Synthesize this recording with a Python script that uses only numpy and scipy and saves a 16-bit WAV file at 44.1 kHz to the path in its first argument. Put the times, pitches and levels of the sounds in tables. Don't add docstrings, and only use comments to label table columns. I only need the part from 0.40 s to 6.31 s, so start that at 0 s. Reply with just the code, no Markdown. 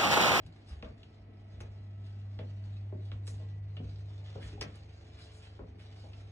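import sys
import numpy as np
from scipy import signal
from scipy.fft import rfft, irfft, next_fast_len
from scipy.io import wavfile
from scipy.ndimage import uniform_filter1d, map_coordinates

SR = 44100
rng = np.random.default_rng(int(sys.argv[2]) if len(sys.argv) > 2 else 0)


def master(y):
    cut = np.clip(np.atleast_2d(y).T, -1, 1)
    pcm = np.round(cut * 32767)
    wavfile.write(sys.argv[1], SR, pcm.astype(np.int16))


N = 260631


def thuds():
    # start in seconds, level in dB, fade time in seconds (the time to drop by 60 dB).
    footfalls = [(0.311, -29.5, 0.19), (0.44, -34, 0.16), (1.136, -34, 0.46), (1.98, -40.5, 0.14),
                 (2.698, -38.5, 0.28), (2.941, -39.5, 0.17), (3.384, -33, 0.65), (4.035, -32.5, 0.32),
                 (4.198, -36.5, 0.15), (5.212, -36, 0.18)]
    # pitch in Hz, relative level in dB.
    beam_notes = [(44, -19.5), (57, 6.5), (68, 11), (86, -5.5)]
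    out, t = np.zeros(N), np.arange(SR // 2) / SR
    for start, db, fade in footfalls:
        swing = np.zeros(len(t))
        for hz, note_db in beam_notes:
            strength = amp(note_db + rng.normal(0, 0.24))
            swing += strength * np.sin(2 * np.pi * hz * (1 + rng.normal(0, 0.039)) * t)
        shape = amp(-60 * t / fade) * (1 - np.exp(-t / 0.1))
        add(out, start, amp(db) * strike(swing * shape, over=0.0046))
    return out


def knocks():
    # start in seconds, level in dB, treble limit of the chatter in Hz, main note in Hz,
    # second note in Hz, fade time of the notes in seconds.
    blows = [(0.052, -53, 263, 160, 256.5, .15), (0.4277, -45, 1620, 478, 643, 0.092),
             (.876, -56.5, 354, 301, 244, 0.055), (1.205, -51, 900, 485, 601, .06),
             (1.990, -45, 847, 500, 636, .075), (2.524, -45.5, 704, 386, 618, 0.067),
             (2.719, -54.5, 1420, 308, 239, 0.069), (2.878, -54, 1250, 429, 623, .06),
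             (3.000, -58.5, 770, 635, 520, 0.036), (3.026, -58.5, 700, 478, 169, .05),
             (3.37, -56, 773, 604, 440, 0.045), (3.401, -44.5, 560, 230.4, 174, .07),
             (3.956, -45.5, 900, 524, 288, 0.054), (4.019, -48, 196, 152.5, 268, 0.053),
             (4.128, -51, 448, 299, 438, .05), (4.176, -54.5, 850, 776, 516, .05),
             (4.213, -44, 1410, 457, 560, 0.062), (4.221, -45, 439, 303, 190, 0.049),
             (5.192, -46.5, 1200, 408, 521, 0.081), (5.347, -56.5, 320, 284, 219, 0.075),
             (5.641, -54.5, 830, 646, 808, 0.074)]
    # pitch in Hz, width in Hz, relative level in dB.
    floor_rings = [(148.4, 53, -1), (278, 55, -1), (367, 130, -4.5), (450, 120, -1), (708, 210, -2.5),
                   (964, 940, -4), (1540, 1730, -7)]
    out, t = np.zeros(N), np.arange(SR // 3) / SR
    chatter_fade_s, settle_delay_s, settle_db, settle_pitch = 0.15, 0.024, -7, 0.4675

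    def floor(f):
        return sum((-1) ** k * amp(db) * resonance(f, hz, width)
                   for k, (hz, width, db) in enumerate(floor_rings))

    def note(hz, fade):
        return np.sin(2 * np.pi * hz * t) * amp(-60 * t / fade) * (1 - np.exp(-t / 0.002))

    settles = [(start + settle_delay_s, db + settle_db, *(settle_pitch * np.array(pitches)), fade)
               for start, db, *pitches, fade in blows]
    for start, db, top_hz, main_hz, second_hz, fade in list(blows) + settles:
        force = rng.standard_normal(len(t)) * amp(-60 * t / chatter_fade_s)
        force[0] += 27
        chatter = unit(soften(filtered(force, floor), top_hz, order=3))
        notes = unit(note(main_hz, fade) + amp(-4) * note(second_hz, fade))
        add(out, start, amp(db) * strike(chatter + amp(-0.5) * notes, over=0.013))
    return out


def clicks():
    # start in seconds, level in dB, treble limit in Hz, ringing pitch in Hz, room share in dB.
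    sharp_clicks = [(0.062, -59.5, 8400, 3980, -2), (0.4236, -48.5, 4730, 2680, -7.5),
                    (0.443, -58, 4600, 3800, 0.5), (.630, -55.5, 5400, 3120, -6.5),
                    (1.2025, -51, 6600, 2500, -3), (1.208, -52.5, 8100, 6200, -2.5),
                    (1.9877, -51, 4000, 2150, -0.5), (2.7149, -49.5, 3670, 2300, -5),
                    (2.868, -53.5, 8500, 5940, -1.5), (2.8752, -48, 8200, 5600, -3.5),
                    (3.3661, -51.5, 3770, 3000, 0), (4.2090, -42, 7000, 3600, -7),
                    (4.2110, -35, 7400, 5740, -4.5), (4.2190, -41, 5430, 1440, -2.5),
                    (4.2251, -45, 7300, 5960, -10), (4.356, -59.5, 9720, 6440, -5),
                    (5.732, -56.5, 4260, 2610, -3.5)]
    # frequency in Hz, relative level in dB.
    snap_tone = [(500, -13.5), (900, -3.5), (1400, 1.5), (2600, 2.5), (4000, -0.5), (5800, 3), (8000, -2),
                 (11000, -0.5)]
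    direct, to_room, t = np.zeros(N), np.zeros(N), np.arange(SR // 5) / SR
    burst_gap_s, burst_fade_s, burst_loss_db = 0.0034, 0.006, 6
    bursts = np.zeros(len(t))
    for k in range(3):
        add(bursts, k * burst_gap_s, amp(-k * burst_loss_db - 60 * t / burst_fade_s))

    def body(f):
        delay_s = 0.004
        return amp(along(snap_tone, f)) * np.exp(-4j * np.pi * delay_s * np.sqrt(1000 * f))

    for start, db, top_hz, ring_hz, room_db in sharp_clicks:
        force = rng.standard_normal(len(t)) * bursts / np.linalg.norm(bursts)
        force[0] += amp(-3.5)
        snap = filtered(force, lambda f: body(f) * (1 + 1.5 * resonance(f, ring_hz, width=470)))
        snap = amp(db) * strike(soften(snap, top_hz, order=4), over=0.0039)
        add(direct, start, snap)
        add(to_room, start, amp(room_db) * snap)
    return direct, to_room


def scuffs():
    # loudest moment in seconds, level in dB, fade time in seconds, pitch of the hiss in Hz.
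    slides = [(0.295, -64, 0.24, 3980), (.3, -66, 0.29, 985), (1.662, -73, 0.43, 3540),
              (2.657, -72.5, 0.13, 4360), (2.884, -58, 0.26, 6270), (4.021, -57.5, 0.16, 2220),
              (4.055, -66, 0.25, 6270), (4.79, -64, 0.23, 2040), (4.82, -63.5, 0.26, 4480),
              (4.96, -71, .4, 6900), (5.035, -64.5, 0.21, 2700), (5.406, -65.5, 0.19, 2400),
              (5.6, -68.5, 0.32, 5170)]
    out = np.zeros(N)
    for peak, db, fade, hz in slides:
        t = np.arange(N) / SR - peak
        rise = np.exp(-(np.minimum(t, 0) / (0.093 * fade)) ** 2)
        fall = amp(-60 * np.maximum(t, 0) / fade)
        hiss = unit(filtered(fibres(), lambda f: resonance(f, hz, width=3700) ** 2))
        out += amp(db) * rise * fall * hiss
    return out


def clothes():
    # frequency in Hz, relative level in dB.
    cloth_tone = [(250, -4.5), (600, 12.5), (1000, 3.5), (2200, 4), (4000, 5.5), (6500, 1.5), (9000, -13),
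                  (11000, -27.5)]
    # time in seconds, level in dB.
    effort = [(0, -74.5), (1.0, -76.5), (2.3, -74), (3.0, -70.5), (3.65, -71.5), (4.1, -65), (4.5, -71),
              (4.95, -68), (5.55, -67), (5.91, -74)]
    # time in seconds, dip in dB, half the dip's width in seconds.
    rests = [(.9, 6, 0.13), (1.5, 5, 0.083), (2.52, 9, 0.094), (2.799, 8.5, 0.042), (3.22, 9.5, 0.11),
             (4.17, 4.5, 0.071), (5.28, 12.5, 0.14)]
    rub = unit(filtered(fibres(), lambda f: amp(along(cloth_tone, f))))
    effort_db = np.interp(np.arange(N) / SR, *np.transpose(effort))
    folds_db = 1.5 * wobble(25)
    rest_db = sum(dip_db * bell(time, width) for time, dip_db, width in rests)
    return amp(effort_db - rest_db + folds_db) * rub


def fibres():
    creases_per_s, crease_db, grain_db = 130, -4.5, 4.5
    catches = rng.standard_normal(N) * amp(grain_db * wobble(350))
    creases = unit((rng.random(N) < creases_per_s / SR) * rng.uniform(-1, 1, N))
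    return unit(unit(patchy(catches, depth_db=2.4)) + amp(crease_db) * creases)


def patchy(x, depth_db):
    spectrum = signal.stft(x, nperseg=512)[2]
    patches = uniform_filter1d(rng.standard_normal(spectrum.shape), size=6, axis=0)
    patches = uniform_filter1d(patches, size=9, axis=1)
    return signal.istft(spectrum * amp(depth_db * unit(patches)), nperseg=512)[1][:N]


def mains_hum():
    first_quiet_s, last_quiet_s = 0.74, 4.69
    landing_db, quiet_db = -40, -55
    stairs_drop_db, bedroom_drop_db = 13.5, 7.5
    across = (np.arange(N) / SR - first_quiet_s) / (last_quiet_s - first_quiet_s)
    swell_db = landing_db - stairs_drop_db * (across < 0) - bedroom_drop_db * (across > 1)
    level = np.hypot(amp(swell_db) * np.sin(np.pi * across), amp(quiet_db))
    return level * tone(100, drift=0.08)


def motor():
    return amp(-56) * bell(time=4.67, width=1.55) * tone(75.8, drift=0.051)


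def appliances():
    # pitch in Hz, level in dB, when the spot is passed in seconds, half its width in seconds.
    spots = [(152.4, -69, 3, 4), (152.4, -67, 3.7, .7), (200, -66, 1.9, .9), (217.4, -66, 1.6, 1.3),
             (435, -74, .8, .5), (435, -73, 3.8, .7), (435, -67.5, 5.4, .8), (652, -79, 1.2, 1.5),
             (1304.5, -83.5, 1.3, .9), (1956.3, -83.5, 1.7, 1.5), (1956.3, -78.5, 3.14, .11)]
    out = np.zeros((2, N))
    for pitch in sorted({row[0] for row in spots}):
        level = sum(amp(db) * bell(time, width) for hz, db, time, width in spots if hz == pitch)
        level *= amp(1.2 * wobble(2.2))
        centre = tone(pitch, drift=0.81)
        sides = np.array([tone(pitch, drift=1.2), tone(pitch, drift=1.6)])
        out += level * (centre + 0.28 * sides)
    return out


def air():
    # frequency in Hz, relative level in dB.
    air_tone = [(25, -12.5), (58, 4.5), (120, -4), (200, -10.5), (320, -9.5), (500, -17), (680, -13.5),
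                (1000, -26.5), (1500, -29), (2100, -25.5), (3200, -36), (4500, -47.5), (7000, -63),
                (11000, -59)]
    noise = filtered(rng.standard_normal((2, N)), lambda f: amp(along(air_tone, f)))
    return amp(-57 + 0.7 * wobble(4)) * unit(diffuse(noise))


def in_room(direct, to_room, lead_ms):
    # frequency in Hz, the echo's fade time in seconds.
    fades = [(80, 0.53), (300, 0.34), (2000, 0.26), (5000, 0.11), (11000, 0.12)]
    echoes, hop = np.zeros((2, N + SR)), SR // 3
    for start in range(0, N, hop):
        hz, t, spectrum = signal.stft(rng.standard_normal((2, SR // 2)), SR, nperseg=256)
        shape = amp(-60 * t / along(fades, hz)[:, None]) * (1 - np.exp(-t / 0.00078))
        tail = signal.istft(spectrum * shape, SR, nperseg=256)[1]
        tail /= np.linalg.norm(tail[0])
        echo = signal.fftconvolve(to_room[None, start:start + hop], tail, axes=1)
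        echoes[:, start:start + echo.shape[1]] += echo
    return from_below(direct, lead_ms) + diffuse(echoes[:, :N])


def from_below(x, lead_ms):
    return filtered(x, lambda f: np.exp(1j * np.pi * f * lead_ms / 1000 * np.array([[1], [-1]])))


def diffuse(pair):
    # frequency in Hz, likeness from 0 (unrelated) to 1 (the same).
    likeness = [(100, 0.97), (250, 1), (500, 0), (1000, 0), (2500, 0.013), (9000, 0.043)]
    angle = lambda f: np.arccos(np.clip(along(likeness, f), -1, 1)) / 2
    mid, side = filtered(pair, lambda f: np.array([np.cos(angle(f)), np.sin(angle(f))]))
    return np.array([mid + side, mid - side])


def amp(db):
    return 10 ** (np.asarray(db) / 20)


def unit(x):
    return x / np.sqrt(np.mean(x ** 2) + 1e-20)


def strike(x, over):
    return x / np.sqrt(np.sum(x ** 2) / (over * SR))


def add(track, start, x):
    part = track[max(round(start * SR), 0):][:len(x)]
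    part += x[:len(part)]


def along(points, hz):
    freqs, values = np.transpose(points)
    return np.interp(np.log(hz + 1), np.log(freqs + 1), values)


def bell(time, width):
    return np.exp(-((np.arange(N) / SR - time) / width) ** 2)


def wobble(rate):
    return map_coordinates(rng.standard_normal(int(N * rate / SR) + 4), [np.arange(N) * rate / SR])


def tone(hz, drift):
    return np.sqrt(2) * np.sin(2 * np.pi * hz * np.arange(N) / SR + drift * wobble(1.845))


def filtered(x, response):
    length = x.shape[-1]
    padded = next_fast_len(length + SR // 2)
    return irfft(rfft(x, padded) * response(np.fft.rfftfreq(padded, 1 / SR)), padded)[..., :length]


def resonance(f, hz, width):
    return 1j * f * width / (hz * hz - f * f + 1j * f * width)


def soften(x, hz, order):
    return signal.sosfilt(signal.butter(order, min(hz, 0.45 * SR), fs=SR, output="sos"), x)


def scene():
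    wood = knocks()
    cloth = soften(clothes() + scuffs(), hz=9360, order=8)
    boards = in_room(wood, amp(-2.5) * wood, lead_ms=0.18) * amp([[1], [-1]])
    clicking = in_room(*clicks(), lead_ms=0.093)
    brushing = in_room(amp(0.5) * cloth, amp(1.43) * cloth, lead_ms=0.094)
    return thuds() + boards + clicking + brushing + mains_hum() + motor() + appliances() + air()


def record(dry):
    # frequency in Hz, gain in dB on the difference between left and right.
    widening = [(700, -1), (1200, 4), (1750, -5.5), (2500, 3.5), (5000, 1.5), (5600, -3), (6200, -22.5),
                (7200, -11.5), (8300, 4.5), (11000, 17.5)]
    mid = (dry[0] + dry[1]) / 2
    side = filtered((dry[0] - dry[1]) / 2, lambda f: amp(along(widening, f)))
    bottom_hz, top_hz = 36, 11050
    bass_cut = lambda f: (f / bottom_hz) ** 2 / np.sqrt(1 + (f / bottom_hz) ** 4)
    top_cut = lambda f: 1 / np.sqrt(1 + (f / top_hz) ** 120)
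    return filtered(np.array([mid + side, mid - side]), lambda f: bass_cut(f) * top_cut(f))


dry = scene()
out = record(dry)
master(out)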